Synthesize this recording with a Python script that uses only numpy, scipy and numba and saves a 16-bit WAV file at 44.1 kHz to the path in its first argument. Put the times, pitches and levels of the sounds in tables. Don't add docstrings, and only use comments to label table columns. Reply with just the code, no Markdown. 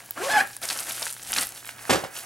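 import sys
import numpy as np
from scipy import signal
from scipy.fft import rfft, irfft
from scipy.io import wavfile
from scipy.ndimage import uniform_filter1d
from numba import njit

SR = 44100
rng = np.random.default_rng(int(sys.argv[2]) if len(sys.argv) > 2 else 0)


def invert_db(level):
    return 10 ** (np.asarray(level, dtype=float) / 20)


def store_wav(level_fs):
    pcm = np.round(np.clip(np.atleast_2d(level_fs), -1, 1) * 32767)
    wavfile.write(sys.argv[1], SR, pcm.T.astype(np.int16))


N = 99225
T = np.arange(N) / SR
WALL_TOP_HZ = 4270


def unit(x):
    return x / np.sqrt(np.mean(x ** 2))


def noise():
    return rng.standard_normal(N)


def colour(x, points):
    hz, db = np.array(points, float).T
    log_f = np.log(np.arange(1025) * SR / 2048 + 1)
    log_gain = np.interp(log_f, np.log(hz), db) * np.log(10) / 20
    cepstrum = irfft(log_gain)
    cepstrum = cepstrum * np.r_[1, 2 * np.ones(1023), 1, np.zeros(1023)]
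    response = irfft(np.exp(rfft(cepstrum)))
    return unit(signal.fftconvolve(x, response)[:len(x)])


def band(x, lo_hz, hi_hz):
    sos = signal.butter(2, [lo_hz, min(hi_hz, .45 * SR)], "bandpass", fs=SR, output="sos")
    return signal.sosfilt(sos, x)


def walk(rate):
    k = int(SR / rate)
    steps = np.repeat(rng.standard_normal(N // k + 1), k)
    return 1.44 * uniform_filter1d(uniform_filter1d(steps, k), k)[:N]


@njit
def rings(start, hz, t60, size, n, sr):
    y = np.zeros(n)
    for k in range(len(start)):
        turn = np.exp(2j * np.pi * hz[k] / sr - np.log(1000) / (t60[k] * sr))
        z = size[k] + 0j
        for i in range(int(start[k] * sr), min(n, int((start[k] + t60[k]) * sr))):
            y[i] += z.imag
            z *= turn
    return y


def bursts(start, t60, size):
    total = 0
    for s, g in zip(start, size):
        age = np.maximum(T - s, 0)
        total = total + g * 1000. 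** (-age / t60) * np.minimum(age / 0.0021, 1)
    return total


def room_tone():
    # (f/Hz, level/dB)
    air_colour = [(25, -5), (131, 1.5), (979, -5.5), (1510, -22), (3910, -16), (11000, -26), (15200, -8.5),
                  (16500, -7.5)]
    middle = colour(noise(), air_colour)
    side = 0.23 * band(colour(noise(), air_colour), 20, WALL_TOP_HZ / 2)
    air = invert_db(-55) * (middle + side * np.array([[1], [-1]]))
    fan_hz, fan_width_hz = 1660, 160
    fan = unit(band(noise(), fan_hz - fan_width_hz / 2, fan_hz + fan_width_hz / 2))
    fan = fan * invert_db(-59 + 2 * walk(9.25))
    hum = invert_db(-59.5 + 2 * walk(9.97)) * np.sin(2 * np.pi * 117.3 * T)
    whine = invert_db(-65) * np.sin(2 * np.pi * 15735 * T)
    rumble = 0
    for f, db in [(55, -60.5), (250, -57)]:
        rumble = rumble + unit(band(noise(), f * .6, f * 1.5)) * invert_db(db + 3 * walk(25))
    rumble = rumble * np.exp(-((T - 1.372) / 0.15) ** 4)
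    return air + fan + hum + whine + rumble


def walls(x):
    t60_s, level_db, wide = 0.24, -15, 0.65
    t = T[:SR // 2]
    dull = signal.butter(1, [200, WALL_TOP_HZ], "bandpass", fs=SR, output="sos")
    echoes = rng.standard_normal((2, len(t))) * (t > .004) * 1000. ** (-t / t60_s)
    mid, side = signal.sosfilt(dull, echoes)
    side = wide * band(side, 100, WALL_TOP_HZ / 2)
    tails = np.array([mid + side, mid - side]) / np.sqrt(np.sum(mid ** 2))
    return invert_db(level_db) * signal.fftconvolve(x, tails, axes=1)[:, :N]


def phase_apart(x, lead, top_hz):
    both_ways = band(band(x, 150, top_hz)[::-1], 150, top_hz)[::-1]
    return x - lead * np.array([[1], [-1]]) * signal.hilbert(both_ways).imag


def drop():
    # (t/s, peak level/dB, clatter level/dB)
    knocks = [(1.8943, -9, 3.5), (1.8968, -5, -5), (1.9061, -10.5, 4), (1.913, -21, -8), (1.9245, -11, 3.5),
              (1.9305, -10, -11), (1.9435, -18, -4), (1.9567, -13.5, -5), (1.9725, -21, -4),
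              (1.998, -23, -3.5), (2.038, -12, -6.5)]
    # (f/Hz, level/dB, t60/s)
    table_tones = [(101, -28, 0.09), (170, -13, 0.083), (240, -11, 0.025), (386, -1.5, 0.026),
                   (574, 4, 0.02), (775, 10, 0.023), (1010, 5, 0.025)]
    # (f/Hz, level/dB)
    clatter_colour = [(35, -38), (60, -5.5), (559, 1.5), (691, -5), (1130, -6), (7960, -17.5), (13000, -25),
                      (16500, -53)]
    s, db, bright_db = np.array(knocks, float).T
    u = rng.standard_normal((len(s), 2 * len(table_tones))).T
    wood = 0
    for k, (f, g, t60) in enumerate(table_tones):
        hz = f * (1 + 0.06 * u[2 * k])
        wood = wood + rings(s, hz, t60 + 0 * s, invert_db(db + g + 2.5 * u[2 * k + 1]), N, 1. * SR)
    clatter = colour(noise() * invert_db(1.3 * walk(180)), clatter_colour)
    clatter = clatter * bursts(s, 0.14, invert_db(db + bright_db))
    return invert_db(-21.5) * band(wood, 63, 3500) + invert_db(-14) * clatter


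def crinkle():
    # (t/s, effort level/dB, body share/dB)
    grips = [
        [(0, -50, 0.5), (.14, -51, -12.5), (.17, -46, 5.5)],
        [(.41, -34, 7.5), (.45, -44.5, 3), (.55, -44.5, -14), (.61, -56.5, -13)],
        [(.618, -41.5, 1), (.636, -26.5, -10.5), (.67, -38.5, -3), (.71, -30.5, -6.5), (.76, -35, -4.5),
         (.8, -33, -8), (.85, -38, -9.5), (.9, -33.5, -6)],
        [(.95, -37, -9.5), (1.03, -35, -2.5), (1.11, -37.5, -42), (1.15, -45.5, -22), (1.24, -43, -9)],
        [(1.3, -35.5, -7.5), (1.35, -33, -8), (1.37, -27.5, 0), (1.43, -29, -8), (1.46, -40, -9),
         (1.53, -47, -1.5), (1.58, -41.5, -7.5), (1.63, -50, -7)],
        [(1.68, -42, -9.5), (1.75, -52.5, 1.5), (1.88, -40.5, -6)],
        [(2.0, -44, 4), (2.1, -53.5, 6), (2.175, -35.5, -6), (2.25, -46, -6.5)],
    ]
    # (f/Hz, level/dB)
    foil_colour = [(880, -36), (1500, -4), (2290, 5.5), (4010, 4), (10400, 9), (15200, -5), (16500, -84)]
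    # (f/Hz, level/dB)
    body_colour = [(60, -15), (337, -2.5), (450, -6), (774, 2.5), (997, -3), (1430, 2), (3000, -6),
                   (6600, -120)]
    s, effort_db, body_db = np.vstack([np.array(g, float) for g in grips]).T
    pops_per_s, pop_spread_db = 700, 3.5
    u = rng.random((pops_per_s * 3, 4)).T
    start = np.cumsum(-np.log(u[0])) / pops_per_s
    size = invert_db(np.minimum(-pop_spread_db * np.log(u[3]), 8))
    hz = 11500 * 2 ** (-1.7 * u[1] ** 5)
    pops = unit(band(rings(start, hz, (6 + 10 * u[2]) / hz, size, N, 1. * SR), 1500, 14000))
    rub = colour(noise(), foil_colour) * invert_db(1.5 * walk(120))
    body = colour(noise() * invert_db(3 * walk(120)), body_colour)
    body = body * invert_db(-1 + np.interp(T, s, body_db))
    return invert_db(np.interp(T, s, effort_db)) * (invert_db(-2.5) * rub + invert_db(-5) * pops + body)


def snaps():
    # (t/s, peak level/dB, f/Hz)
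    foil_flips = [
        (0.0044, -27.5, 2000),
        (0.0603, -23, 10500),
        (0.09, -29.5, 1470),
        (0.1086, -5.5, 14340),
        (0.178, -18, 1350),
        (0.4733, -15, 13200),
        (0.5664, -13, 10080),
        (0.6167, -19, 13200),
        (0.7122, -19, 1406),
        (1.021, -14.5, 660),
                  (0.636, -23, 10420), (0.6544, -12.5, 8790), (0.6786, -19, 9300), (0.6882, -9.5, 5050),
                     (0.701, -8, 4100), (0.7073, -13, 4400), (0.7134, -16, 4650), (0.7278, -16, 4700),
                     (0.7627, -25.5, 2090), (0.7746, -14, 8720), (0.7893, -12.5, 4860),
                     (0.7965, -13, 10800), (0.8046, -12, 9700), (0.8137, -21, 9600), (0.8326, -17, 8350),
                     (0.8392, -19.5, 10600), (0.8487, -20, 10100), (0.8603, -25, 10300),
                     (0.8698, -22.5, 1550), (0.894, -18, 10900), (0.9008, -14, 10000), (0.9096, -16, 3360),
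                     (0.922, -12.5, 10200), (0.927, -18, 10400), (0.954, -19, 10100), (0.964, -16, 9200),
                     (0.9798, -22, 2000), (0.9962, -13, 9600), (1.0121, -17.5, 8900), (1.0216, -12.5, 9730),
                     (1.0264, -9.5, 4990), (1.0452, -19, 5940), (1.0489, -20, 8960), (1.055, -12.5, 8600),
                     (1.06, -15.5, 8300), (1.0672, -12.5, 1780), (1.0717, -17, 5050), (1.0863, -21, 10400),
                     (1.0968, -21, 10940), (1.1036, -14.5, 9400), (1.1109, -15.5, 10900),
                     (1.1264, -14, 9500), (1.133, -17.5, 9500), (1.141, -18, 9800), (1.15, -23, 9900),
                     (1.1658, -23.5, 2420), (1.1822, -25, 9910), (1.1961, -26, 2690), (1.2198, -24.5, 6720),
                     (1.228, -21, 8530), (1.2328, -18.5, 8700), (1.2482, -24, 6340),
                  (1.266, -24, 10250), (1.2878, -32, 9600), (1.3048, -23.5, 2070), (1.3099, -17, 10900),
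                  (1.3203, -7, 10500), (1.33, -8, 3100), (1.3369, -8.5, 6770), (1.3394, -16, 6900),
                  (1.3623, -9, 3220), (1.368, -13, 5900), (1.3787, -9, 9900), (1.384, -5, 4290),
                  (1.394, -12, 9150), (1.4118, -8.5, 9100), (1.417, -17, 8700), (1.422, -9, 10400),
                  (1.4328, -12, 9870), (1.4368, -20, 2390), (1.4501, -18, 10200), (1.456, -17, 13350),
                  (1.4611, -18, 10770), (1.4699, -10.5, 11800), (1.4906, -15.5, 10000),
                  (1.5064, -22, 10300), (1.522, -20.5, 7860), (1.6282, -30, 2260), (1.6474, -23.5, 2280),
                  (1.6554, -21.5, 11000), (1.6665, -28.5, 2600), (1.6738, -20, 11900), (1.6911, -18, 2470),
                  (1.7838, -29, 2720), (1.7919, -25.5, 2840), (1.8353, -27, 10510), (1.853, -22.5, 1930),
                  (1.8754, -26, 9990),
                  (2.048, -18.5, 1150),
        (2.1553, -26.5, 2420),
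        (2.1655, -18.5, 3100),
        (2.1697, -22.5, 3010),
        (2.1885, -17.5, 11100),
        (2.189, -22.5, 2430),
    ]
    s, db, hz = np.array(foil_flips, float).T
    size = invert_db(db - 14)
    u = rng.standard_normal((len(s), 30)).T
    low = 4000 / np.maximum(hz, 4000)
    long = invert_db(.35 * (db + 15)) * low ** .7
    ring_s, unfold_s, spread_octaves = .0045, .0016, .55
    spread = spread_octaves * np.minimum(low ** 1.1, (hz / 4000) ** .8)
    ring = 0
    for k in range(14):
        pitch = np.minimum(hz * 2 ** (spread * np.clip(u[k], -2, 2) * (k > 0)), 15800)
        start = s + unfold_s * long * np.abs(u[k + 14]) * (k > 3)
        ring = ring + rings(start, pitch, ring_s * long, size, N, 1. * SR)
    shell_hz = 1600 * (1 + 0.052 * u[29])
    shell = rings(s, shell_hz, 2 * ring_s * long, size * invert_db(-6) * low, N, 1. * SR)
    return band(band(ring + shell, 500, 15500), 500, 17000)


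def zipper():
    # (t/s, teeth per second f/Hz, thump level/dB, overtone level/dB, scrape level/dB)
    pull = [(0.167, 272, -71, -58, -46.5), (.178, 297.8, -44, -38.5, -50), (.201, 365.4, -38.5, -56, -43),
            (.217, 400, -30, -34.5, -37.5), (0.246, 505.6, -36, -52, -32.5), (.285, 592.8, -27, -45, -35),
            (0.304, 824, -33, -27.5, -31), (0.32, 862, -28.5, -30.5, -26), (.367, 849.6, -19, -21.5, -34.5),
            (0.382, 786, -20, -22, -25.5), (0.39, 749, -21.5, -28.5, -29), (0.4, 797, -50, -22, -28),
            (0.415, 865, -33, -19.5, -52)]
    # (f/Hz, level/dB)
    scrape_colour = [(150, -28), (854, 0), (1240, -4.5), (1690, -18), (2060, -6), (10200, -10),
                     (16000, -27)]
    # (t/s, half length/s, f/Hz, level/dB)
    tab_rattle = [
        (0.196, .025, 1398, -42),
        (0.26, 0.05, 1086, -39.5),
    ]
    s, hz, first_db, second_db, scrape_db = np.array(pull, float).T

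    def at(values):
        return np.interp(T, s, values)

    on = np.clip(np.minimum(T - s[0], s[-1] - T) / 0.0031, 0, 1)
    slow = np.clip(1 - at(hz) / 800, 0, 1) * 2
    unsteady = 1 + .012 * walk(400) + .035 * slow * walk(90)
    phase = 2 * np.pi * np.cumsum(at(hz) * unsteady) / SR

    def shake():
        return 1.5 * (1 + 1.5 * slow) * walk(150)

    tone = invert_db(at(first_db) + shake()) * np.sin(phase)
    tone = tone + invert_db(at(second_db) + shake()) * np.cos(2 * phase)
    for k in range(3, 7):
        tone = tone + invert_db(at(second_db) - 1.5 * k - 10 + 3 * shake()) * np.sin(k * phase + k * k)
    scrape = colour(noise() * (1 + .9 * np.cos(phase)), scrape_colour)
    scrape = band(scrape, 450, 16000)
    slider_hz = 1680
    slider = unit(band(scrape, 0.887 * slider_hz, 1.03 * slider_hz))
    tone = tone + invert_db(at(second_db) - 10) * slider
    tab = 0
    for mid, half, f, db in tab_rattle:
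        swell = np.exp(-((T - mid) / half) ** 4)
        tab = tab + invert_db(db) * swell * unit(band(scrape, .96 * f, 1.04 * f))
    scrape = invert_db(at(scrape_db) + 2.5 * walk(61.7)) * scrape
    return band(on * (np.sqrt(2) * tone + tab + scrape), 200, 20000)


def scene():
    aside = np.clip((T - 1.45) / 0.17, 0, 1)
    rustle, pops, knocks = crinkle(), snaps(), drop()
    hands = phase_apart(rustle * (1 - aside), 0.095, 2000)
    hands = hands + phase_apart(pops * (1 - aside), 0.08, 14000)
    hands = hands + phase_apart((rustle + pops) * aside + knocks, 0.49, 7000)
    pan_db = -2 * np.array([aside, -aside]) / 2
    near = band(phase_apart(zipper(), 0.22, 2000) + hands * invert_db(pan_db), 60, 20000)
    return near + walls(near) + room_tone()


def band_limit(x):
    return signal.sosfilt(signal.butter(12, 16960, fs=SR, output="sos"), x)


def record(dry):
    top_cut = signal.ellip(8, .2, 45, 15900, fs=SR, output="sos")
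    return band_limit(signal.sosfilt(top_cut, dry))


dry = scene()
out = record(dry)
store_wav(out)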